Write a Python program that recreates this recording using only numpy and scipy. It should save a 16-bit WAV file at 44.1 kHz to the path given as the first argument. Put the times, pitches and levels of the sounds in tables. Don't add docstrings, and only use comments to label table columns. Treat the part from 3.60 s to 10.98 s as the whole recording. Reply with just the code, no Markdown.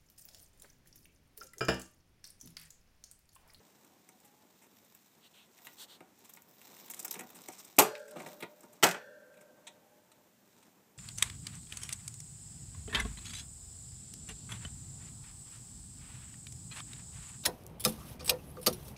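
import sys
import numpy as np
from scipy import signal
from scipy.io import wavfile
from scipy.ndimage import uniform_filter1d

SR = 44100
rng = np.random.default_rng(int(sys.argv[2]) if len(sys.argv) > 2 else 0)


def dump(signal):
    limited = np.clip(np.atleast_2d(signal).T, -1, 1)
    pcm = np.round(limited * 32767).astype(np.int16)
    wavfile.write(sys.argv[1], SR, pcm)


def level_to_linear(level):
    exponent = np.asarray(level, float) / 20
    return 10 ** exponent


N = 325325

# (f/Hz, relative level per Hz/dB)
CRACKLE_COLOUR = [(350, -26.5), (600, -6), (954, -2.5), (1560, -10.5), (2220, -5.5), (3170, -8), (3780, -2),
                  (4510, -8), (5540, -2), (6400, -3.5), (8400, 1), (9700, -10), (11500, -7.5), (13000, -4),
                  (15200, -3), (15600, -26.5), (16000, -39)]
# (f/Hz, relative level per Hz/dB)
SCUFF_COLOUR = [(29, -32.5), (50, -35), (190, 1), (366, -1.5), (602, -5.5), (800, -5.5), (923, -6.5),
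                (1550, -15.5), (2200, -21.5), (3500, -27.5), (4550, -54.5), (7700, -120)]


def evened(x):
    return x / np.sqrt(np.mean(x ** 2) + 1e-20)


def read(points, hz):
    f, value = np.transpose(points)
    return np.interp(np.log(hz + 1), np.log(f + 1), value)


def add(mix, s, sound):
    part = mix[round(s * SR):][:len(sound)]
    part += sound[:len(part)]


def colour(x, points):
    hz = abs(np.fft.fftfreq(8192, 1 / SR))
    log_gain = np.log(level_to_linear(np.maximum(read(points, hz), -100)))
    taps = np.fft.ifft(np.exp(np.conj(signal.hilbert(log_gain)))).real[:4096]
    return signal.oaconvolve(x, taps / np.linalg.norm(taps))[:len(x)]


def band(x, lo_hz, hi_hz):
    return signal.sosfilt(signal.butter(2, [lo_hz, hi_hz], "band", fs=SR, output="sos"), x)


def wander(smooth_s):
    size = round(smooth_s * SR)
    return evened(uniform_filter1d(uniform_filter1d(rng.standard_normal(N), size), size))


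def knock(which):
    # (t/s, body level/dB, treble level/dB)
    blows = [(4.184, -13, -30.5), (4.187, -6, -8.5), (4.194, -19, -12), (4.201, -22.5, -19.5),
             (4.220, -41.5, -25)], [(5.227, -16, -22.5), (5.233, -8.5, -13), (5.239, -18, -10),
             (5.258, -23, -30.5), (5.267, -31.5, -24), (5.288, -40, -26.5), (5.311, -32.5, -28),
             (5.345, -30, -49.5)]
    # (f/Hz, width/Hz, relative level/dB); wide ones die sooner
    panels = [(277.2, 32, -10), (368, 25, 0), (622, 9.5, -2.5), (756, 120, -6), (1045, 15, -13.5),
              (1213, 10, -4.5), (1410, 130, -14.5), (1720, 95, -18), (1970, 31, -18.5), (2200, 200, -11),
              (2640, 69, -20), (2800, 24, -16.5)], [(186, 13, -14.5), (394, 48, 1.5), (853, 45, 0.5),
              (1230, 100, -13), (1365, 29, 3.5), (1660, 18, -13), (1965, 51, -1), (2020, 160, -5),
              (2525, 15, 2), (2975, 49, 0.5), (3134, 77, -5)]
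    # (f/Hz, relative level per Hz/dB)
    clatter = [(47, -58), (80, -28.5), (136, -12.5), (309, -11), (386, 1.5), (527, -11), (802, -4.5),
               (1860, -19.5), (2380, -15), (5280, -23.5), (8410, -18.5), (10000, -28.5), (12500, -18.5),
               (15000, -27.5), (16000, -45)], [(47, -48), (80, -20.5), (174, -0.5), (253, -12.5), (395, 0),
               (431, -5), (734, -1.5), (1340, -9), (1460, 2), (1630, -5), (4520, -18), (8410, -17.5),
               (9400, -27), (14600, -23), (16000, -44.5)]
    # (f/Hz, time/s)
    fade = [(100, .22), (500, 0.21), (1500, 0.23), (4000, .26), (8000, 0.21), (15000, 0.17)]
    bars_db = [-34.5, -51, -46, -44.5, -32.5, -54, -49.5, -52, -51, -48, -61.5, -57.5, -47, -47, -48], [-52,
               -54.5, -53, -54, -53, -60.5, -56.5, -52.5, -57.5, -47.5, -62.5, -57.5, -61, -64.5, -58.5]
    held = [.65, 1]
    out, t = np.zeros(N), np.arange(SR // 2) / SR
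    modes = np.zeros(len(t))
    for hz, width, db in panels[which]:
        modes += level_to_linear(db) * width * np.exp(-.8 * np.pi * width * t) * np.sin(2 * np.pi * hz * t)
    modes *= (1 - np.exp(-t / 0.00033)) / abs(modes).max()
    for s, body_db, treble_db in blows[which]:
        hz, frame_s, z = signal.stft(rng.standard_normal(len(t)), SR, nperseg=128)
        z = z * level_to_linear(-60 * frame_s / read(fade, hz)[:, None])
        fading = signal.istft(z, SR, nperseg=128)[1][:len(t)]
        rattle = colour(fading * (1 - np.exp(-t / 0.0012)), clatter[which])
        burst = rng.standard_normal(len(t)) * level_to_linear(-60 * t / .04) * (1 - np.exp(-t / 0.00021))
        crack = colour(burst, clatter[which])
        body = level_to_linear(2.0) * modes + level_to_linear(-10.0) * band(rattle, 130., 4000.)
        treble = level_to_linear(4.0) * band(crack, 3700.0, 22000.0) + level_to_linear(-9.5) * band(rattle, 4000., 15500.)
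        add(out, s, level_to_linear(body_db) * body + level_to_linear(treble_db) * treble)
    first_blow_s = blows[which][0][0]
    add(out, first_blow_s, bars(bars_db[which], held[which]))
    return out


def bars(levels_db, held, count=3):
    # (f/Hz, time to fall by 60 dB when the share held is 1/s)
    families = [(435, 1.1), (505, 3.0), (565, 2.6), (605, 4.0), (850, .6), (1390, 2.2), (1480, 1.2),
                (1565, 2.2), (1620, 1.8), (1770, 1.0), (2750, .9), (3400, .8), (4300, .8), (4850, .8),
                (5750, .7)]
    t = np.arange(3 * SR) / SR
    sound = np.zeros(len(t))
    for (hz, t60), db in zip(families, levels_db):
        detune = 1 + .013 * (np.linspace(-1, 1, count) + .3 * rng.standard_normal(count))
        phase = 2 * np.pi * rng.random((count, 1))
        wires = np.sin(2 * np.pi * hz * np.outer(detune, t) + phase).sum(0)
        sound += level_to_linear(db - 60 * t / (held * t60)) * wires
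    return sound / np.sqrt(count) * (1 - np.exp(-t / 0.019))


def ticks():
    # (t/s, treble level/dB, middle level/dB, f of struck bit/Hz,
    # length/ms)
    snaps = [(0.2463, -58.5, -63.5, 7800, 4.2), (0.6013, -61.5, -81, 8450, 2.7),
             (0.646, -62, -69, 7860, 20), (1.247, -62.5, -70, 7900, 4.4), (1.3483, -53.5, -63, 13200, 5.5),
             (2.0443, -56, -61.5, 12500, 24), (2.13, -62, -74, 14500, 14), (2.5889, -62, -76, 12000, 4.3),
             (2.645, -60, -65, 7900, 17), (2.6922, -54.5, -60.5, 13100, 13),
             (2.735, -50.5, -71, 12500, 5.7), (2.749, -59, -65, 14400, 5.5), (2.762, -57, -72, 14500, 6.8),
             (2.82, -53.5, -65, 13500, 1.9), (2.8927, -62, -75, 14780, 2.9),
             (2.9108, -59.5, -75, 14620, 2.6), (3.2588, -53.5, -60, 14790, 7.0),
             (3.2794, -56, -56, 5470, 6), (3.299, -41.5, -49.5, 12900, 7.3),
             (3.3083, -43.5, -58, 7690, 9.6), (3.3359, -44.5, -46.5, 6970, 4.7),
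             (3.344, -42, -60, 8400, 2.7), (3.36, -56, -59, 5500, 32), (3.391, -41, -50.5, 7660, 9.7),
             (3.398, -42, -65, 8200, 7.2), (3.4267, -47, -64, 8320, 5.6), (3.4466, -36, -45.5, 13400, 10),
             (3.4795, -41.5, -47, 5330, 5.2), (3.5092, -35, -78, 13300, 6.4),
             (3.5142, -46.5, -45, 12940, 2.2), (3.524, -44.5, -68, 12970, 8.5),
             (3.539, -41, -44, 5600, 7.6), (3.7007, -53, -57.5, 13200, 7.9),
             (3.7457, -55, -61.5, 7750, 30.0), (3.817, -50.5, -57, 8260, 2.3), (3.9176, -55, -63, 5530, 26),
             (3.9823, -52, -61, 5400, 24), (4.0467, -52, -69.5, 7950, 8.9), (4.165, -50.5, -77, 7870, 5),
             (4.379, -60, -71, 7900, 4), (4.394, -61, -66, 7860, 4.2), (4.5098, -51, -59, 7800, 3.4),
             (4.6, -56.5, -74, 5700, 8.7), (4.62, -50, -53, 5800, 2.3), (4.66, -56, -64, 5650, 21),
             (4.741, -59, -68, 12800, 2.5), (4.8035, -51, -51, 8900, 11), (5.0062, -56, -66.5, 7700, 5),
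             (5.128, -59, -67, 7800, 11), (6.0676, -51.5, -48, 3580, 15.5),
             (6.5156, -61.5, -60.5, 4500, 9.7), (7.0254, -64, -63.5, 4490, 11.5)]
    # (t/s, treble level/dB, middle level/dB, thud level/dB, length/ms)
    taps = [(0.4892, -52, -56.5, -60.5, 2), (1.0137, -66, -68, -72, 41), (1.9878, -59.5, -55.5, -67, 0.8),
            (2.0695, -45.5, -42.5, -60, 1.66), (2.4053, -58.5, -53.5, -50.5, 2.1),
            (2.7719, -57, -51, -75, 2.1), (3.0151, -53, -52, -66, 1.6), (3.1658, -54, -57, -68, 2.7),
            (3.554, -56.5, -47.5, -62, 5.7), (3.561, -55, -67, -48.5, 8), (3.5905, -43, -45.5, -48, 9.2),
            (3.6075, -44.5, -45, -46, 2.7), (3.8846, -41.5, -45, -44.5, 4.3),
            (4.3522, -58.5, -41, -64, 2.1), (4.479, -58, -61.5, -71, 8.6), (4.557, -63.5, -57.5, -47, 28),
            (4.5986, -57, -48.5, -49.5, 11), (4.6605, -57.5, -49.5, -46.5, 10),
            (4.7161, -61, -63, -69, 7.6), (4.8226, -51, -42.5, -43.5, 15.5),
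            (5.0306, -61.5, -72, -55, 11.5), (5.739, -69.5, -67.5, -78, 9.1), (5.768, -69, -65.5, -76, 15),
            (5.8085, -61.5, -64.5, -62.5, 12.4)]
    snap_thud_db = -22.5
    snap_thud_s, tap_thud_s = 0.007, 0.0096
    reach, edge_hz = 2.3, 16000.
    tap_hz, tap_top_hz = 2230, 12000.
    width = .25
    ring_db, ring_db_per_octave = -7.5, 10.0
    tail_db, tail_s = -7.5, 0.0066
    linger_db, linger_s = -8.5, 0.014
    t, out = np.arange(round(.2 * SR)) / SR, np.zeros(N)
    rows = []
    for s, high_db, mid_db, hz, ms in snaps:
        top_hz = min(reach * hz, edge_hz)
        rows.append((s, high_db, mid_db, high_db + snap_thud_db, hz, ms, top_hz, snap_thud_s))
    for s, high_db, mid_db, thud_db, ms in taps:
        rows.append((s, high_db, mid_db, thud_db, tap_hz, ms, tap_top_hz, tap_thud_s))
    for s, high_db, mid_db, thud_db, hz, ms, top_hz, thud_s in rows:
        crunch_noise, thud_noise, linger_noise = rng.standard_normal((3, len(t)))
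        u = t / (ms / 1000)
        crunch = (1 - np.exp(-u / .15)) * np.exp(-u ** 2)
        tail = level_to_linear(tail_db) * (1 - np.exp(-u)) * np.exp(-t / tail_s)
        puff = crunch_noise * (crunch + tail)
        ringing = signal.lfilter(*signal.iirpeak(hz, 1 / width, SR), puff)
        ringing *= np.linalg.norm(puff) / np.linalg.norm(ringing)
        ring_gain = level_to_linear(ring_db + ring_db_per_octave * max(np.log2(hz / 8000), 0))
        snap = colour(puff, CRACKLE_COLOUR) + ring_gain * ringing
        high, middle = band(snap, 4500., top_hz), band(snap, 1000., 4500.)
        burst = u < 1
        high, middle = high / high[burst].std(), middle / middle[burst].std()
        linger = band(linger_noise, 630.0, 4000.) * (1 - np.exp(-u)) * np.exp(-t / linger_s)
        middle += level_to_linear(linger_db) * linger
        thud_shape = (1 - np.exp(-t / .002)) * np.exp(-np.maximum(t - ms / 1000, 0) / thud_s)
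        thud = colour(thud_noise * thud_shape, SCUFF_COLOUR)
        add(out, s, level_to_linear(high_db) * high + level_to_linear(mid_db) * middle + level_to_linear(thud_db) * thud)
    return out


def tray(x, ring_db=-14.5, echo_db=-13.0, echo_t60_s=0.17):
    # (f/Hz, relative level/dB, time to fall by 60 dB/s)
    tones = [(200, -3, 0.047), (347, -35.5, 0.25), (446, -10, 0.21), (756, -1, 0.2), (932, -1.5, 0.22),
             (1270, -5, 0.11), (1440, -2, 0.29), (1950, -1.5, 0.1), (2430, -10.5, 0.057),
             (2670, -11.5, .06), (3600, -6.5, 0.13), (4200, -8, 0.06), (6040, -4.5, 0.093)]
    t = np.arange(round(.3 * SR)) / SR
    modes = sum(level_to_linear(db - 60 * t / t60) * np.sin(2 * np.pi * hz * t) for hz, db, t60 in tones)
    echo = band(rng.standard_normal(len(t)), 160.0, 6500.0)
    echo *= level_to_linear(-60 * t / echo_t60_s) * (1 - np.exp(-t / 0.0021))
    answer = level_to_linear(ring_db) * modes / np.linalg.norm(modes) + level_to_linear(echo_db) * echo / np.linalg.norm(echo)
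    return x + signal.oaconvolve(x, answer)[:N]


def brushes(width_hz=1600.0):
    # (start t/s, length/s, loudest point as share of length, hiss level at its top/dB,
    # centre f/Hz)
    strokes = [(1.595, 0.092, 0.69, -62, 3486), (1.731, .14, 0.35, -61.5, 3240),
               (2.166, .095, 0.57, -52.5, 3800), (2.274, 0.11, 0.44, -58, 3740)]
    swell_power = 0.96
    fine_db, fine_per_db = -6.5, 0.9
    out = np.zeros(N)
    lowpass = signal.butter(3, width_hz / 2, fs=SR, output="sos")
    for start, length, top, db, hz in strokes:
        t = np.arange(0, length, 1 / SR)
        turn = 2 * np.pi * hz * t
        a, b, c = signal.sosfilt(lowpass, rng.standard_normal((3, len(t))))
        skirt = level_to_linear(-5.0) * c * np.cos(0.32 * turn)
        hiss = evened(a * np.cos(turn) + b * np.sin(turn) + skirt)
        fine = evened(band(colour(rng.standard_normal(len(t)), CRACKLE_COLOUR), 3900.0, 18000.))
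        fine *= level_to_linear(fine_db + fine_per_db * (db + 60))
        bent = (t / length) ** (np.log(.5) / np.log(top))
        swell = np.sin(np.pi * bent) ** swell_power
        add(out, start, level_to_linear(db) * swell * (hiss + fine))
    return out


def rustle(grains_per_s=400, spread_db=3., flutter_db=1.5):
    # (t/s, dry crackle level/dB, dull scuffing level/dB, finest hiss level/dB)
    course = [(0.0, -69.5, -68, -73.5), (0.88, -72, -69.5, -75), (1.3, -67.5, -70.5, -68),
              (1.89, -73.5, -72, -79.5), (2.05, -59, -69.5, -58.5), (2.24, -68, -66, -72),
              (2.42, -88, -67.5, -92), (2.67, -59.5, -70, -64), (2.84, -75, -67.5, -71),
              (3.06, -56.5, -66, -58.5), (3.61, -60.5, -59.5, -60), (3.72, -60, -60, -62.5),
              (3.98, -56, -64.5, -59.5), (4.15, -62, -65.5, -64.5), (4.46, -64, -71, -72),
              (4.58, -60, -52, -67), (4.7, -58, -57.5, -60), (4.85, -72.5, -67.5, -70.5),
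              (5.3, -67, -62.5, -73.5), (5.5, -83.5, -67.5, -83), (6.8, -78.5, -70.5, -78.5),
              (7.01, -67.5, -67.5, -75), (7.38, -95, -70, -84)]
    s, crackle_db, scuff_db, fine_db = np.transpose(course)
    t = np.arange(N) / SR
    grains = rng.random(N) < grains_per_s / SR
    snaps = grains * level_to_linear(spread_db * np.minimum(rng.exponential(1, N), 4))
    puff_power = signal.lfilter([1], [1, -np.exp(-1 / (0.0014 * SR))], snaps ** 2)
    puffs = np.sqrt(abs(puff_power) + .3)
    flutter = level_to_linear(flutter_db * wander(.015))
    dry_noise = evened(colour(puffs * flutter * rng.standard_normal(N), CRACKLE_COLOUR))
    coarse = evened(band(dry_noise, 500., 12000.))
    fine = evened(band(dry_noise, 10000., 19000.))
    dull = evened(colour(level_to_linear(2 * wander(.03)) * rng.standard_normal(N), SCUFF_COLOUR))
    out = level_to_linear(np.interp(t, s, crackle_db)) * coarse
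    out += level_to_linear(np.interp(t, s, fine_db)) * fine
    out += level_to_linear(np.interp(t, s, scuff_db)) * dull
    return out


def whistles():
    # (start t/s, length/s, level before wavering/dB, about first f/Hz, about last f/Hz)
    calls = [(0.40, .48, -75.5, 745, 862), (6.2, .42, -79.5, 736, 885)]
    glide_middle = [.52, .3]
    glide_span = .2
    out = np.zeros(N)
    waver = level_to_linear(5. * wander(.025))
    wobble = 1 + .012 * wander(.03)
    for (start, length, db, first_hz, last_hz), middle in zip(calls, glide_middle):
        t = np.arange(0, length, 1 / SR)
        rise = (1 + np.tanh((t / length - middle) / glide_span)) / 2
        hz = first_hz + (last_hz - first_hz) * rise
        hz = hz * wobble[round(start * SR):][:len(t)]
        tone = np.sqrt(2) * np.sin(2 * np.pi * np.cumsum(hz) / SR)
        add(out, start, level_to_linear(db) * tone * signal.windows.tukey(len(t), .3))
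    return out * waver


def room():
    # (f/Hz, relative level per Hz/dB)
    hiss_colour = [(18, -58.5), (30, -9), (97, -3), (160, -3), (219, 1.5), (658, -28.5), (1400, -16),
                   (1520, -12.5), (1730, -11.5), (4680, -17), (7300, -13.5), (10000, -20), (14000, -15.5),
                   (15300, -17), (15550, -45.5)]
    level_db = -70.5 + 0.25 * wander(.05)
    return level_to_linear(level_db) * colour(rng.standard_normal(N), hiss_colour)


def scene():
    cage = knock(which=0) + knock(which=1) + tray(ticks()) + brushes() + rustle()
    return (cage + whistles() + room())[None]


def low_pass(x):
    return signal.sosfilt(signal.butter(12, 16440, fs=SR, output="sos"), x)


def record(dry):
    thin = signal.sosfilt(signal.butter(3, 85., "high", fs=SR, output="sos"), dry)
    return low_pass(thin)


dry = scene()
out = record(dry)
dump(out)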